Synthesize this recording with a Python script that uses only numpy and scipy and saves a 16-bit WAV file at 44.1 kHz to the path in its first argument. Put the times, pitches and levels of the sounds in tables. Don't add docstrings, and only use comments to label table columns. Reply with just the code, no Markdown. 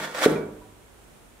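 import sys
import numpy as np
from scipy import signal
from scipy.fft import rfft, irfft, next_fast_len
from scipy.io import wavfile
from scipy.ndimage import map_coordinates

SR = 44100
rng = np.random.default_rng(int(sys.argv[2]) if len(sys.argv) > 2 else 0)


def linear_from_db(decibels):
    return 10 ** (np.asarray(decibels, float) / 20)


def wav_out(sig):
    wavfile.write(sys.argv[1], SR, np.round(np.clip(np.atleast_2d(sig).T, -1, 1) * 32767).astype(np.int16))


N = 61739

THUD_S = 0.2602
ROOM_DELAY_S = 0.005


def unit(x):
    return x / np.sqrt(np.mean(x ** 2) + 1e-20)


def along(points, hz):
    f, v = np.transpose(points)
    return np.interp(np.log(hz + 1), np.log(f + 1), v)


def wobble(rate):
    knots = rng.standard_normal(int(N * rate / SR) + 4)
    return map_coordinates(knots, [np.arange(N) * rate / SR])


def filtered(x, response):
    m = next_fast_len(x.shape[-1] + 8192)
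    spectrum = rfft(x, m) * response(np.fft.rfftfreq(m, 1 / SR))
    return irfft(spectrum, m)[..., :x.shape[-1]]


def spread(pair, alike):
    def mid_and_side(hz):
        turn = np.arccos(np.clip(along(alike, hz), -1, 1)) / 2
        return np.array([np.cos(turn), np.sin(turn)])

    mid, side = filtered(pair, mid_and_side)
    return np.array([mid + side, mid - side])


def ring(start_s, db, hz, t60, rise_s):
    t = np.maximum(np.arange(N) / SR - start_s, 0)
    swell = 1 - np.exp(-t / rise_s)
    return linear_from_db(db - 60 * t / t60) * np.sin(2 * np.pi * hz * t) * swell


def lean(db):
    return linear_from_db(np.array([[db / 2], [-db / 2]]))


def floor():
    # f/Hz, level/dB per Hz
    noise_color = [(15, -53), (25, -14), (49, 1.5), (80, -9.5), (420, -11), (3370, -25), (4800, -31),
                   (8500, -26), (15600, -34.5)]
    # f/Hz, likeness (1 = the same)
    noise_alike = [(60, 0.81), (240, 0.2), (950, 0.13), (3770, 0.04), (15000, 0.065)]
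    noise = filtered(rng.standard_normal((2, N)), lambda hz: linear_from_db(along(noise_color, hz)))
    level_db = -55.5 + 2.5 + 0.82 * wobble(6.7)
    return linear_from_db(level_db) * unit(spread(noise, noise_alike)) * lean(-2)


def standing():
    # f/Hz, level/dB, t60/s
    wall_tones = [(102.7, -19.5, 1.87), (157.5, 1, .5), (206.6, -3, 0.62), (240.4, -9, 0.273),
                  (304.3, -5.5, 0.84), (375.4, -10, 0.92), (424, -15.5, 1.2), (450.5, -4, 0.48),
                  (570, -9, 0.29), (611, -18.5, 1)]
    thud_db, build_s = -22, 0.035
    knocks = [(-0.06, thud_db - 11.5), (THUD_S + ROOM_DELAY_S, thud_db)]  # t/s, level/dB
    total = np.zeros(N)
    for hz, db, t60 in wall_tones:
        for knock_s, knock_db in knocks:
            start_s = knock_s + 0.004 * rng.random()
            total += ring(start_s, knock_db + db, hz, t60, build_s)
    return total


def slide():
    # f/Hz, level/dB per Hz
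    grit_color = [(80, -62), (180, -12), (350, -11.5), (560, -7.5), (900, -6.5), (1840, -6), (2600, -11),
                  (8000, -17), (15600, -26.5)]
    # f/Hz, width/Hz, level/dB
    tray_tones = [(592, 255, 0), (1163, 70, -4), (1440, 185, 0.5), (1829, 17, 7.5), (2228, 150, -3.5),
                  (3340, 160, -3.5), (3800, 100, -6)]
    # f/Hz, likeness (1 = the same)
    near_alike = [(60, .9), (300, 1), (1000, 0.8), (3000, 0.23), (12000, 0.23)]
    # t/s, level/dB
    strokes = [
        [(0.0, -33.5), (0.018, -37), (0.052, -35), (0.082, -44.5), (0.134, -45.5)],
        [(0.136, -48.5), (0.148, -35), (0.212, -31), (0.228, -23), (0.258, -22.5), (0.262, -26.5)],
    ]
    grains_per_s, grain_spread_db, stutter_db, tray_db = 12000, 1.5, 0.9, 1
    end_s, lift_t60 = 0.26, 0.056
    settle_db, settle_t60 = -28, 1.2

    hits = rng.random((2, N)) < grains_per_s / SR
    strengths = rng.standard_normal((2, N)) * linear_from_db(grain_spread_db * rng.standard_normal((2, N)))
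    grains = hits * strengths

    def grit_on_tray(f):
        tray = sum(linear_from_db(db) * 1j * f * w / (c * c - f * f + 1j * f * w) for c, w, db in tray_tones)
        return linear_from_db(along(grit_color, f)) * (1 + linear_from_db(tray_db) * tray)

    grit = unit(spread(filtered(grains, grit_on_tray), near_alike))
    t = np.arange(N) / SR
    s, effort_db = np.concatenate(strokes).T
    after = np.maximum(t - end_s, 0)
    lifted_db = np.maximum(-60 * after / lift_t60, settle_db - 60 * after / settle_t60)
    return grit * linear_from_db(np.interp(t, s, effort_db) + 2.5 + stutter_db * wobble(150) + lifted_db)


def ticks():
    contact_s = [.001, .038, .143, .166, .178, .229, .249, .3187, .357, .55, .613, .645, 1.279]
    # f/Hz, level/dB, t60/s
    contact_tones = [
        [(890, -30, .03), (1480, -31, .03)],
        [(900, -31, .08), (1500, -28, .08), (1740, -30, .07), (3430, -32, .08), (5540, -41, .05)],
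        [(520, -28, .12)],
        [(1500, -30, .02), (3800, -40, .015)],
        [(1900, -31, .02), (8000, -40, .03)],
        [(614, -19, .04), (3350, -30, .03), (7790, -32, .02)],
        [(1450, -18, .05), (3970, -26, .04), (6400, -33, .03)],
        [(9000, -36, .005), (10500, -34, .005), (12000, -34, .005)],
        [(950, -34, .2), (1410, -38, .05), (2280, -41, .25), (2410, -34, .08)],
        [(1580, -54, .1)],
        [(603, -52, .15), (980, -44, .13), (1270, -56, .08)],
        [(760, -49, .12)],
        [(9000, -61, .12)],
    ]
    rise_share = 0.04
    total = np.zeros(N)
    for start_s, tones in zip(contact_s, contact_tones):
        for hz, db, t60 in tones:
            total += ring(start_s, db, hz, t60, rise_share * t60)
    return total


def room(x):
    # f/Hz, t60/s
    echo_t60 = [(100, 1), (300, 0.36), (500, 0.65), (900, 0.64), (2000, 0.42), (5000, .35), (12000, 0.4)]
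    # f/Hz, level/dB
    echo_color = [(60, 6), (125, -4), (165, 5), (300, 3), (450, -1), (1000, -2.5), (4000, -10),
                  (12000, -5.5)]
    # f/Hz, likeness (1 = the same)
    echo_alike = [(60, 1), (250, 0.99), (1000, 0.35), (3500, 0.17), (12000, 0.58)]
    build_s = 0.023
    hz, t, z = signal.stft(rng.standard_normal((2, SR)), SR, nperseg=512)
    fade = linear_from_db(-60 * t / along(echo_t60, hz)[:, None])
    z = z * fade * (1 - np.exp(-t / build_s))
    z = z / np.linalg.norm(z, axis=2, keepdims=True)
    tail = signal.istft(z, SR, nperseg=512)[1]
    tail = spread(tail / np.linalg.norm(tail[0]), echo_alike)
    tail = filtered(tail, lambda f: linear_from_db(along(echo_color, f)))
    delayed = np.pad(x, (round(ROOM_DELAY_S * SR), 0))
    return signal.fftconvolve(delayed[None], tail, axes=1)[:, :N]


def thud():
    # f/Hz, level/dB, t60/s
    hollow_tones = [(440, 0, .063), (250, -5, .028), (555, -16, .2), (170, -22, .06), (1450, -21, .04),
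                    (735, -24, .1)]
    thud_db, rise_s = -2.5, 0.0004
    contact_s, damped_t60 = 0.0125, 0.007
    boom = np.zeros(N)
    for k, (hz, db, t60) in enumerate(hollow_tones):
        boom += (-1) ** k * ring(THUD_S, thud_db + db, hz, t60, rise_s)
    late = np.maximum(np.arange(N) / SR - THUD_S - contact_s, 0)
    return boom * linear_from_db(-60 * late / damped_t60)


def scene():
    left_db, low_cut_hz = -1.5, 130
    left_lag_s = 0.000042
    thud_send_db, tick_send_db = -4.5, -0.5

    grit, boom, taps = slide(), thud(), ticks()
    sent = grit.mean(0) + linear_from_db(thud_send_db) * boom + linear_from_db(tick_send_db) * taps
    wet = standing() + room(sent)

    def openings(hz):
        lag = np.exp(-1j * np.pi * hz * left_lag_s * np.array([[1], [-1]]))
        low_cut = (hz / (hz - 1j * low_cut_hz / 2)) ** 2
        return lag * low_cut

    heard = filtered((grit + boom + wet) * lean(left_db), openings)
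    return heard + taps * lean(left_db) + floor()


def top_cut(x):
    return signal.sosfilt(signal.butter(12, 15740, fs=SR, output="sos"), x)


def record(dry):
    top_hz = 15740
    mix = filtered(dry, lambda hz: hz < top_hz)
    return top_cut(mix)


dry = scene()
out = record(dry)
wav_out(out)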